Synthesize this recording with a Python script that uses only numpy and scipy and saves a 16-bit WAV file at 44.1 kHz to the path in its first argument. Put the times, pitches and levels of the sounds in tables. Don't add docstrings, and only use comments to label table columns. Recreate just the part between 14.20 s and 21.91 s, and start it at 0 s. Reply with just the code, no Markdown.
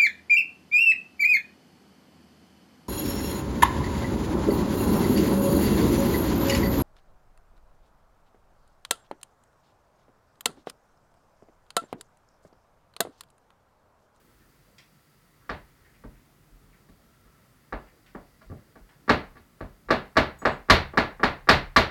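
import sys
import numpy as np
from scipy import signal
from scipy.fft import rfft, irfft, next_fast_len
from scipy.io import wavfile
from scipy.ndimage import uniform_filter1d

SR = 44100
rng = np.random.default_rng(int(sys.argv[2]) if len(sys.argv) > 2 else 0)


def log_audio(samples):
    frames = np.atleast_2d(samples).T
    limited = np.clip(frames, -1, 1)
    pcm = np.round(limited * 32767).astype(np.int16)
    wavfile.write(sys.argv[1], SR, pcm)


def decibels_to_gain(level_db):
    exponent = np.asarray(level_db, float) / 20
    return 10 ** exponent


N = 339945
LEN = 2 ** 14
BANDS = 25.4 * 2 ** np.arange(0, 9.5, 1 / 3)


def on_log(table, hz):
    table_hz, value = np.transpose(table)
    return np.interp(np.log(hz), np.log(table_hz), value)


def unit(x):
    return x / np.sqrt(np.mean(x ** 2, axis=-1, keepdims=True))


def split(x):
    hz = np.fft.rfftfreq(len(x), 1 / SR)
    steps_away = 3 * np.log2(hz[None] / BANDS[:, None] + 1e-9)
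    weight = np.cos(np.pi / 2 * np.clip(steps_away, -1, 1)) ** 2
    return irfft(rfft(x) * weight, len(x))


def band(x, hz, width):
    return signal.lfilter(*signal.iirpeak(hz, hz / width, SR), x)


def walk(rate):
    hold = int(SR / rate)
    steps = np.repeat(rng.standard_normal(N // hold + 1), hold)
    return uniform_filter1d(uniform_filter1d(steps, hold), hold)[:N]


def add(out, s, sound):
    start = int(s * SR)
    out[start:start + len(sound)] += sound[:len(out) - start]


def ring(modes, phase):
    hz, db, t60 = (column[:, None] for column in np.transpose(modes))
    t = np.arange(LEN) / SR
    onset = 1 - np.exp(-t * hz / 2)
    return decibels_to_gain(db - 60 * t / t60) * np.sin(2 * np.pi * (hz * t + phase[:, None])) * onset


def room():
    # (frequency [Hz], time [s])
    fade_table = [(40, 0.91), (110, 0.31), (280, 0.26), (740, 0.28), (1940, 0.3), (4100, 0.25),
                  (5200, 0.26), (6500, 0.2), (13500, 0.23)]
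    # (frequency [Hz], time [ms])
    rise_table = [(40, 29), (120, 6.9), (400, 1.67), (1200, 8.7), (4000, 2.23), (12000, 0.7)]
    t = np.arange(LEN) / SR
    rise = on_log(rise_table, BANDS)[:, None] / 1000
    t60 = on_log(fade_table, BANDS)[:, None]
    patchy = decibels_to_gain(7.6 * np.exp(-t / 0.038) * np.repeat(rng.standard_normal(LEN // 32), 32))
    echoes = rng.standard_normal(LEN) * patchy / np.sqrt(uniform_filter1d(patchy ** 2, size=512))
    return unit(split(echoes)) * (1 - np.exp(-(t / rise) ** 3)) * decibels_to_gain(-60 * t / t60)


def first_waves():
    # (delay [ms], start frequency [Hz], end frequency [Hz], level [dB], length [ms])
    wave_table = [(0.1, 2530, 840, -0.5, 2.254), (2.4, 6100, 4070, -2.5, 2.62)]
    # (delay [ms], level [dB])
    echo_table = [(0, -1.5), (4.3, 4.5), (6.0, -4.5), (8.9, -4), (11.8, -13.5), (19, -19), (22.5, -5.5),
                  (43.8, -15)]
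    t, rows = np.arange(LEN) / SR, []
    taps = np.zeros(4096)
    delay_ms, echo_db = np.transpose(echo_table)
    turned = np.r_[1, rng.choice([-1, 1], len(delay_ms) - 1)]
    taps[(delay_ms * SR / 1000).astype(int)] = decibels_to_gain(echo_db) * turned
    for lag, start_hz, end_hz, db, length in wave_table:
        progress = np.clip((1000 * t - lag) / length, 0, 1)
        turns = (start_hz + (end_hz - start_hz) * progress / 2) * progress * length / 1000
        wave = decibels_to_gain(db) * np.sin(np.pi * progress) ** 2 * np.sin(2 * np.pi * turns)
        rows.append(signal.fftconvolve(wave, taps)[:LEN])
    return sum(rows)


def blows():
    # (time [s], shell [dB], boom [dB re shell], claw [dB re shell])
    kick_table = [(4.893, -5, -8.5, -21), (5.7042, -7.5, -7.5, -21), (5.9674, -4, -11, -20),
                  (6.2517, -6, -13, -27.5), (6.4983, 0.5, -12.5, -14), (6.773, -5, -13, -22),
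                  (7.0312, -5, -16, -22.5), (7.288, 0.5, -13.5, -15.5), (7.5617, -1.5, -14, -15.5)]
    # (time [s], shell [dB])
    toe_table = [(4.8783, -23.5), (5.6857, -25.5), (5.956, -27), (6.2181, -29.5), (6.4851, -28),
                 (6.7343, -30.5), (6.9956, -27), (7.2717, -25.5)]
    # (time [s], shell [dB], drum [dB re shell], boom [dB re shell], claw [dB re shell])
    bump_table = [(1.2928, -20, -10, -11, -23.5), (1.837, -41, 1, 7, -34), (2.6847, -54, 7, 5.5, -19),
                  (3.0485, -58, 2, 3, -20), (3.5238, -20.5, -19, -10.5, -34), (3.948, -29.5, -13, -6, -43),
                  (4.2123, -46, -3, -9, -20.5), (4.296, -46.5, 22, 11, -30), (4.315, -38, -5, 3.5, -59),
                  (4.555, -41.5, -10, -4, -33), (5.1516, -47, -15, 1, -27.5),
                  (5.1655, -41.5, -2, -27, -23.5), (5.406, -29, -5.5, -2.5, -31.5)]
    bump_thud_db, toe_thud_db, toe_boom_db = -16.5, -18, -5.5
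    rows = []
    for s, db, drum_db, boom_db, claw_db in bump_table:
        rows.append((s, db, bump_thud_db, drum_db, boom_db, claw_db))
    for s, db, boom_db, claw_db in kick_table:
        thud_db = -19 + 0.86 * db
        drum_db = thud_db + 6.5
        rows.append((s, db, thud_db, drum_db, boom_db, claw_db))
    for (s, db), kick in zip(toe_table, kick_table):
        lead_ms = 1000 * (kick[0] - s)
        claw_db = -23.5 - 0.4 * lead_ms
        rows.append((s, db, toe_thud_db, toe_thud_db, toe_boom_db, claw_db))
    return rows


def knocks():
    # (frequency [Hz], relative level [dB], time to fade by 60 dB [s])
    shell_modes = [(36.9, 10.5, 0.24), (46.1, 27.5, 0.13), (69.5, 5, 0.41), (87.7, 8.5, 0.27),
                   (93.1, 7.5, 0.15), (136, -3, 0.46), (193.3, 3, 0.3), (246, 7.5, 0.17),
                   (368, -3.5, 0.052), (447, 3, 0.03), (592, -4.5, 0.26), (644.1, 5, 0.13),
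                   (718, -10.5, 0.29), (775.4, -2.5, 0.094), (1063, -6, 0.14), (1155, 5.5, 0.065),
                   (1480, -12, .15), (1702, -8.5, 0.3), (1870, -11.5, 0.23), (2800, -6.5, 0.099)]
    layer_hz = [48, 97, 200, 1000, 2300, 4400]
    # (frequency [Hz], relative level per band [dB])
    room_colour = [(28, -4), (60, -11.5), (130, 0), (300, 1), (1100, -6), (2000, -1.5), (2600, -2),
                   (3200, 0.5), (4100, 8.5), (5200, -4), (6500, -6), (9000, -16.5), (13000, -16),
                   (17000, -24.5)]
    shell_gain_db, room_gain_db = -13, -14.5
    spot_share = 0.7
    mode_scatter_db = 2.5
    soft_db, soft_ms = -47.5, 4.4

    out, t = np.zeros(N), np.arange(2048) / SR
    echoes = np.array([room() for _ in range(4)])
    mode_count = len(shell_modes)
    shell, waves = ring(shell_modes, np.zeros(mode_count)), split(first_waves())
    mode_hz = np.transpose(shell_modes)[0]
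    for s, db, thud_db, drum_db, boom_db, claw_db in blows():
        rap_db = 2.5 + 0.46 * claw_db
        layers = list(zip(layer_hz, (thud_db, drum_db, boom_db, 0, rap_db, claw_db)))
        colour = on_log(layers, BANDS)
        spot = np.r_[1, spot_share * rng.standard_normal(3)]
        tail = np.tensordot(spot / np.linalg.norm(spot), echoes, 1)
        sound = decibels_to_gain(colour + on_log(room_colour, BANDS) + room_gain_db) @ tail
        scatter_db = mode_scatter_db * rng.standard_normal(mode_count)
        sound += decibels_to_gain(shell_gain_db + on_log(layers, mode_hz) + scatter_db) @ shell
        sound += decibels_to_gain(colour) @ waves
        soft = np.clip(db / soft_db, .02, 1) ** 3
        push = np.abs(rng.standard_normal(len(t))) ** 4 * np.exp(-1000 * t / (soft_ms * soft))
        push *= soft / np.linalg.norm(push)
        push[0] += 1 - soft / 2
        blow = split(signal.fftconvolve(sound, push)[:LEN])
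        keep = np.linalg.norm(split(sound), axis=1) / np.linalg.norm(blow, axis=1)
        last_quarter_fade = np.clip(4 - 4 * np.arange(LEN) / LEN, 0, 1)
        add(out, s, decibels_to_gain(db) * keep @ blow * last_quarter_fade)
    return out


def thuds():
    # (time [s], level [dB])
    landings = [(1.295, -40), (1.84, -38.5), (2.305, -47), (2.68, -51), (3.04, -54), (3.529, -37.5),
                (3.94, -44), (4.25, -43), (4.595, -45), (5.405, -35), (5.66, -39)]
    rise_ms, t60_s = 22, 0.36
    out, t = np.zeros(N), np.arange(LEN) / SR
    swell = (1 - np.exp(-(1000 * t / rise_ms) ** 2)) * decibels_to_gain(-60 * t / t60_s)
    for s, db in landings:
        detune = 1 + 0.049 * rng.standard_normal()
        swing = sum(np.cos(2 * np.pi * hz * detune * (t - rise_ms / 1000)) for hz in (37.5, 47.2)) / 2
        add(out, s, decibels_to_gain(db) * swell / swell.max() * swing)
    return out


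def rubs(table, share, ms):
    out, t = np.zeros(N), np.arange(8192) / SR
    echo = np.r_[1, decibels_to_gain(-42) * room().sum(0)[1:]]
    envelope = np.exp(-1000 * t / ms) * (1 - np.exp(-t / 0.00083))
    for s, db, hz in table:
        noise, roughness = rng.standard_normal((2, 8192))
        grains = unit(noise * decibels_to_gain(8.0 * roughness))
        rub = unit(band(band(grains, hz, share * hz), hz, share * hz)) * envelope
        add(out, s, decibels_to_gain(db) * signal.fftconvolve(rub, echo))
    return out


def licks():
    # (time [s], level [dB], centre frequency [Hz])
    lick_table = [(.582, -47.5, 2970), (3.861, -55.5, 1970), (4.374, -64, 1200), (4.691, -55, 1560)]
    return rubs(lick_table, share=1.3, ms=8.6)


def rustles():
    # (time [s], level [dB], centre frequency [Hz])
    rustle_table = [(.205, -66, 1790), (.47, -61, 535), (1.21, -65, 1450), (1.648, -56.5, 1950),
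                    (1.74, -62, 2300), (1.953, -63, 2080), (2.079, -69, 730), (2.53, -57, 1900),
                    (2.776, -63.5, 604), (3.669, -58.5, 1940), (3.72, -63, 455)]
    return rubs(rustle_table, share=0.4, ms=9.8)


def tag():
    # (time [s], level [dB])
    strikes = [(6.188, -57.5), (6.255, -61), (6.318, -67)]
    # (frequency [Hz], relative level [dB], time to fade by 60 dB [s])
    disc_modes = [(6800, -1, .2), (7880, 1, .2), (9170, -10, .09), (10400, -8, .08), (10800, -6, .1),
                  (14500, -6, .1), (14700, -6, .12)]
    out = np.zeros(N)
    echo = np.r_[1, decibels_to_gain(-44) * room().sum(0)[1:]]
    for s, db in strikes:
        dimming, phase = rng.random((2, len(disc_modes)))
        sound = decibels_to_gain(-2 * dimming) @ ring(disc_modes, phase)
        sound[:3] += 2.0 * np.array([1, -2, 1])
        add(out, s, decibels_to_gain(db) * signal.fftconvolve(sound, echo))
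    return out


def hush():
    # (frequency [Hz], relative level per Hz [dB])
    noise_colour = [(25, -11), (40, 7), (60, -4.5), (100, 0), (137, 0), (200, -2.5), (250, -3), (330, -6.5),
                    (500, -10), (800, -13.5), (1300, -13), (2500, -20), (5000, -23), (9000, -24.5),
                    (13000, -23.5), (16000, -23.5)]
    # (centre frequency [Hz], width [Hz], level [dB])
    faint_bands = [(145.3, 12, -72), (1327, 60, -77.5), (1944, 200, -77.5), (4740, 330, -81.5),
                   (9550, 270, -90)]
    noise = rng.standard_normal(next_fast_len(N))
    bands, swell = unit(split(noise)[:, :N]), walk(1.56)
    waver = np.clip(2.5 - 1.15 * np.log10(BANDS / 30), .1, 5)
    out = np.zeros(N)
    for hz, depth, row in zip(BANDS, waver, bands):
        band_db = on_log(noise_colour, hz) + 10 * np.log10(hz)
        out += decibels_to_gain(band_db + depth * (1.2 * swell + 1.8 * walk(13))) * row
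    peaks = np.zeros(N)
    for hz, width, db in faint_bands:
        peaks += decibels_to_gain(db + 2.8 * walk(3.1)) * unit(band(rng.standard_normal(N), hz, width))
    return decibels_to_gain(-61) * unit(out) + peaks


def scene():
    return (knocks() + thuds() + licks() + rustles() + tag() + hush())[None]


def roll_off(x):
    return signal.sosfilt(signal.butter(12, 16800, fs=SR, output="sos"), x)


def record(dry):
    low_cut_hz, ceiling, knee = 30, 0.74, 3.0
    heard = signal.sosfilt(signal.butter(2, low_cut_hz, "high", fs=SR, output="sos"), dry)
    rounded = heard / (1 + np.abs(heard / ceiling) ** knee) ** (1 / knee)
    return roll_off(rounded)


dry = scene()
out = record(dry)
log_audio(out)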